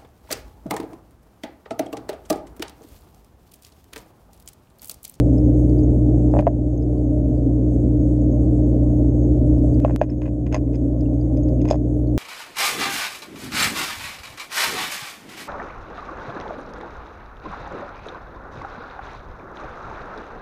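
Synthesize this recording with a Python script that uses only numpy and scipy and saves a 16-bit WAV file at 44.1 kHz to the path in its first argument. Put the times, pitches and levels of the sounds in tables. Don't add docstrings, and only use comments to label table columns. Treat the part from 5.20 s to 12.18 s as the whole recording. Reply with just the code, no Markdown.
import sys
import numpy as np
from scipy import signal
from scipy.fft import rfft, irfft, next_fast_len
from scipy.io import wavfile
from scipy.ndimage import uniform_filter1d

SR = 44100
rng = np.random.default_rng(int(sys.argv[2]) if len(sys.argv) > 2 else 0)


def boost_factor(decibels):
    exponent = np.asarray(decibels, float) / 20
    return 10 ** exponent


def master_out(mix):
    frames = np.transpose(np.atleast_2d(mix))
    ceiling = np.clip(frames, -1, 1)
    pcm = np.round(ceiling * 32767).astype(np.int16)
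    wavfile.write(sys.argv[1], SR, pcm)


N = 307768


def coloured(gain_of_hz):
    size = next_fast_len(N)
    hz = np.maximum(np.arange(size // 2 + 1) * SR / size, 1.0)
    spectrum = rfft(rng.standard_normal(size)) * gain_of_hz(hz)
    return irfft(spectrum, size)[:N] * np.sqrt(SR / 2)


def resonance(centre_hz, width_hz, rms_db):
    noise = coloured(lambda f: 1 / (1 + ((f - centre_hz * centre_hz / f) / width_hz) ** 2))
    return boost_factor(rms_db) * noise / noise.std()


def walk(rate_hz):
    hold = int(SR / rate_hz)
    levels = np.repeat(rng.standard_normal(N // hold + 1), hold)
    smooth = uniform_filter1d(uniform_filter1d(levels, hold), hold)[:N]
    return smooth / smooth.std()


def ring(hz, t60_s, glide=0.0, rise_cycles=0.95):
    t = np.arange(int(t60_s * SR) + 1) / SR
    rise = np.sin(np.pi / 2 * np.minimum(t * hz / rise_cycles, 1)) ** 2
    tone = np.sin(2 * np.pi * hz * t * (1 + glide * t / t60_s))
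    return rise * tone * np.exp(-np.log(1000) * t / t60_s)


def add(out, start_s, sound):
    i = int(start_s * SR)
    out[i:i + len(sound)] += sound[:N - i]


# frequency in Hz, density in dB per Hz (before flicker).
FLOOR_SPECTRUM = [(15, -78.5), (30, -57.5), (50, -54.5), (300, -54.5), (600, -68.5), (900, -88.5),
                  (1250, -102), (3000, -105), (4300, -114), (6000, -107), (7500, -100), (10300, -110),
                  (12000, -108), (13800, -116), (14400, -140)]
# centre in Hz, width in Hz, rms in dB before flicker.
CAVITY_WHISTLE = (6510, 500, -67.5)


def hiss():
    floor_hz, floor_db = np.transpose(FLOOR_SPECTRUM)

    def band(low_hz, high_hz):
        def gain(f):
            level_db = np.interp(np.log(f), np.log(floor_hz), floor_db)
            return boost_factor(level_db) * (f >= low_hz) * (f < high_hz)
        return coloured(gain)

    flicker_db, flicker_hz = 2.0, 30.0
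    steady = band(0, 3000)
    treble = [band(3000, 6000), band(6000, 9500), band(9500, SR), resonance(*CAVITY_WHISTLE)]
    return steady + sum(boost_factor(flicker_db * walk(flicker_hz)) * part for part in treble)


# multiple of the mains frequency, rms in dB.
PUMP_HUM = [(1, -18), (2, -18.5), (3, -39.5), (4, -33.5), (5, -20.5), (6, -32), (7, -48), (8, -45)]
# centre in Hz, width in Hz, rms in dB
TANK_RESONANCES = [(73, 15, -28), (108.2, 9.9, -38), (154, 40, -33), (200, 24, -33), (265.2, 35, -24),
                   (310, 36, -27.5), (355, 31, -38.5), (396, 90, -46), (439.3, 57, -35.5),
                   (527.6, 43, -36.5), (605.7, 54, -35), (693, 62, -46), (771, 120, -51.5), (1066, 25, -68)]


def pump():
    mains_hz = 60.009
    swell_db, swell_hz = 1.5, 3.6
    turn = 2 * np.pi * mains_hz * np.arange(N) / SR
    hum = np.zeros(N)
    for multiple, rms_db in PUMP_HUM:
        phase = 2 * np.pi * rng.random()
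        hum += np.sqrt(2) * boost_factor(rms_db) * np.sin(multiple * turn + phase)
    rumble = sum(boost_factor(swell_db * walk(swell_hz)) * resonance(*row) for row in TANK_RESONANCES)
    return hum + rumble


def fizz(per_second=5.0, faintest_db=-66, excess_db=2.5):
    out = np.zeros(N)
    for when, pitch, size in rng.random((int(per_second * N / SR), 3)):
        level_db = faintest_db - excess_db * np.log(1 - size)
        ping = ring(2500 + 4000 * pitch, 0.017, rise_cycles=3.0)
        add(out, when * N / SR, boost_factor(level_db) * ping)
    return out


# start in seconds,
# starting pitch in Hz, level in dB.
PINGS = [(.058, 5100, -57), (.181, 5200, -42.5), (.347, 4000, -62), (.495, 4580, -50.5),
         (.587, 4820, -46), (.634, 6600, -44), (1.116, 4930, -54), (1.577, 6400, -40.5),
         (1.623, 5080, -47.5), (1.779, 4570, -50.5), (2.056, 2420, -51), (2.177, 4700, -53),
         (3.017, 6800, -48), (3.248, 4460, -60), (3.519, 4360, -61.5), (4.18, 3780, -59),
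         (4.383, 5160, -52.5), (4.542, 4700, -48), (4.793, 6540, -40.5), (4.901, 5220, -33.5),
         (5.858, 2750, -42.5), (6.011, 4720, -43.5), (6.233, 6580, -39.5), (6.404, 2750, -43),
         (6.872, 4330, -47.5)]


def pings():
    out = np.zeros(N)
    for start_s, hz, level_db in PINGS:
        add(out, start_s, boost_factor(level_db) * ring(hz, 0.027, glide=0.006, rise_cycles=5.7))
    return out


# start in seconds, end in seconds, level in dB.
GRINDING_SPELLS = [(1.137, 1.236, -54.5), (1.271, 1.278, -46), (4.613, 4.747, -55), (4.807, 4.849, -46.5),
                   (4.89, 4.935, -53), (5.017, 5.093, -50), (5.273, 5.275, -42), (5.316, 5.387, -48.5),
                   (5.534, 5.557, -51), (6.452, 6.55, -54)]
# frequency in Hz, relative level in dB, 60 dB decay time in seconds.
HOUSING_MODES = [
    [(612, 3, 0.034), (669, -7.5, 0.049), (780, -11, 0.037), (964, -13.5, 0.0086)],
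    [(1057, -1.5, 0.021), (1320, -3, 0.0087), (1540, -1, 0.0091), (1740, -1, 0.0085)],
    [(2010, -1, 0.016), (2460, 2, 0.013), (2750, -6.5, 0.0026)],
    [(3540, -3.5, .009), (4050, -8.5, 0.011), (4900, -8.5, 0.016), (5100, -4, 0.023)],
    [(5670, -11, 0.03), (6470, 1, 0.024), (6800, -10, 0.021), (8000, -16, 0.007), (9600, -25, .005)],
]


def grinding(grits_per_s=790.0, excess_db=3.0):
    t = np.arange(N) / SR
    strikes = (rng.random(N) < grits_per_s / SR) * rng.choice([-1, 1], N)
    sizes = boost_factor(excess_db * rng.exponential(size=N))
    envelope = sum(boost_factor(db) * (t > start_s) * (t < end_s) for start_s, end_s, db in GRINDING_SPELLS)
    grit = strikes * sizes * envelope
    out = np.zeros(N)
    for group, group_db in zip(HOUSING_MODES[1:], (0, -5.5, -18, -18)):
        for hz, mode_db, t60_s in group:
            out += boost_factor(mode_db + group_db) * signal.fftconvolve(grit, ring(hz, t60_s))[:N]
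    return out


# start in seconds, knock level in dB, snap level in dB,
# brightness in dB (how much harder than usual the top modes are struck).
SHELL_CRACKS = [(1.1384, -13, -50, -10.5), (1.1507, -16, -60.5, -3.5), (1.1613, -18.5, -55, -5),
                (1.1684, -11.5, -50, -4.5), (1.19, -13, -33, -1), (1.1953, -12.5, -37.5, -9.5),
                (1.2242, -19, -50.5, -9.5), (1.2681, 0, -31, -5.5), (1.2724, -2.5, -48, -3.5),
                (1.2754, -3.5, -37, -5), (4.6482, -4, -29, -7), (4.6809, -25, -42.5, -12),
                (4.697, -20, -40, -16), (4.7079, -20, -43, -10), (4.8144, 4, -18.5, -4.5),
                (4.8188, -21, -36, 8), (4.8327, -22, -39, -14), (4.897, -40, -42, -8.5),
                (5.018, -26.5, -29.5, -8.5), (5.0349, -35, -44, -6), (5.0567, -33, -35, -13.5),
                (5.0635, -35, -38.5, -10), (5.0779, -24.5, -43, -3.5), (5.266, -37.0, -29, -7),
                (5.3177, -35, -42, -5.5), (5.3256, -30, -28.5, 3), (5.327, -24, -25.5, -1),
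                (5.3364, -18, -34, 3), (5.3445, -12, -14, 3.5), (5.3541, -16, -27, -6),
                (5.364, -14, -31, 0), (5.477, -46.5, -48, -10), (5.5334, -39, -49.5, 8),
                (5.547, -34, -41, 4), (5.5556, -38.5, -45.5, 14), (5.808, -44.5, -52.5, 17.5),
                (5.9332, -41.5, -53.5, 11.5), (6.1714, -44, -47.5, 12), (6.2868, -40, -52, 14),
                (6.4156, -45, -41.5, 10.5), (6.4532, -23.0, -33, -5.5), (6.469, -38.5, -50, 0),
                (6.479, -21, -42.5, 14), (6.487, -23, -30.5, 5), (6.5012, -25, -28.5, 3.5),
                (6.5036, -17, -35, 15), (6.5101, -1.5, -24.5, 12.5), (6.5234, -29, -37, 10.5),
                (6.5309, -14, -34, 0.5), (6.5433, -12.5, -44.5, 10.5), (6.556, -21.5, -45.5, 12)]
# level above the snap in dB,
# dB per dB of brightness, dB per dB that the knock exceeds the snap.
CRACK_SHARES = [(1, -0.21, 0.258), (0.5, 0, 0), (-11.5, 1.27, 0), (-12.5, 0.92, 0)]


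def cracks():
    splinters, mean_lag_s = 14, 0.013
    splinter_db, fade_db = -16, 6.5
    scatter_db, detune = 3.0, 0.024
    out = np.zeros(N)
    for start_s, knock_db, snap_db, bright_db in SHELL_CRACKS:
        for hz, mode_db, t60_s in HOUSING_MODES[0]:
            add(out, start_s, -boost_factor(knock_db + mode_db) * ring(hz, t60_s))

        upper = []
        for group, (share_db, slope, pull) in zip(HOUSING_MODES[1:], CRACK_SHARES):
            group_db = snap_db + share_db + slope * bright_db + pull * (knock_db - snap_db)
            upper += [(hz, mode_db + group_db, t60_s) for hz, mode_db, t60_s in group]

        lags = rng.exponential(size=splinters)
        blow_lags = np.r_[0, lags]
        blow_levels_db = np.r_[0, splinter_db - fade_db * lags]
        for lag, blow_db in zip(blow_lags, blow_levels_db):
            for hz, level_db, t60_s in upper:
                size, pitch = rng.standard_normal(2)
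                strike = ring(hz * (1 + detune * pitch), t60_s)
                add(out, start_s + mean_lag_s * lag, boost_factor(level_db + blow_db + scatter_db * size) * strike)
    return out


def scene():
    return (hiss() + pump() + fizz() + pings() + grinding() + cracks())[None]


def gain_control(x):
    first_block_s, block_s, look_ahead_s = 0.0257, 0.032, 0.069
    ceiling, top_db = 0.72, -0.45
    recover_s = 1.42
    edges = np.r_[0, np.arange(first_block_s, N / SR, block_s) * SR, N].astype(int)
    gain_db = np.empty(N)
    now_db = top_db
    for a, b in zip(edges[:-1], edges[1:]):
        peak = np.abs(x[a:a + int(look_ahead_s * SR)]).max()
        now_db = min(now_db, 20 * np.log10(ceiling / peak))
        gain_db[a:b] = top_db + (now_db - top_db) * np.exp(-np.arange(b - a) / SR / recover_s)
        now_db = gain_db[b - 1]
    return x * boost_factor(gain_db)


def roll_off(x):
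    return signal.sosfilt(signal.butter(12, 14440, fs=SR, output="sos"), x)


def record(dry):
    mix = gain_control(dry[0])[None]
    return roll_off(mix)


dry = scene()
out = record(dry)
master_out(out)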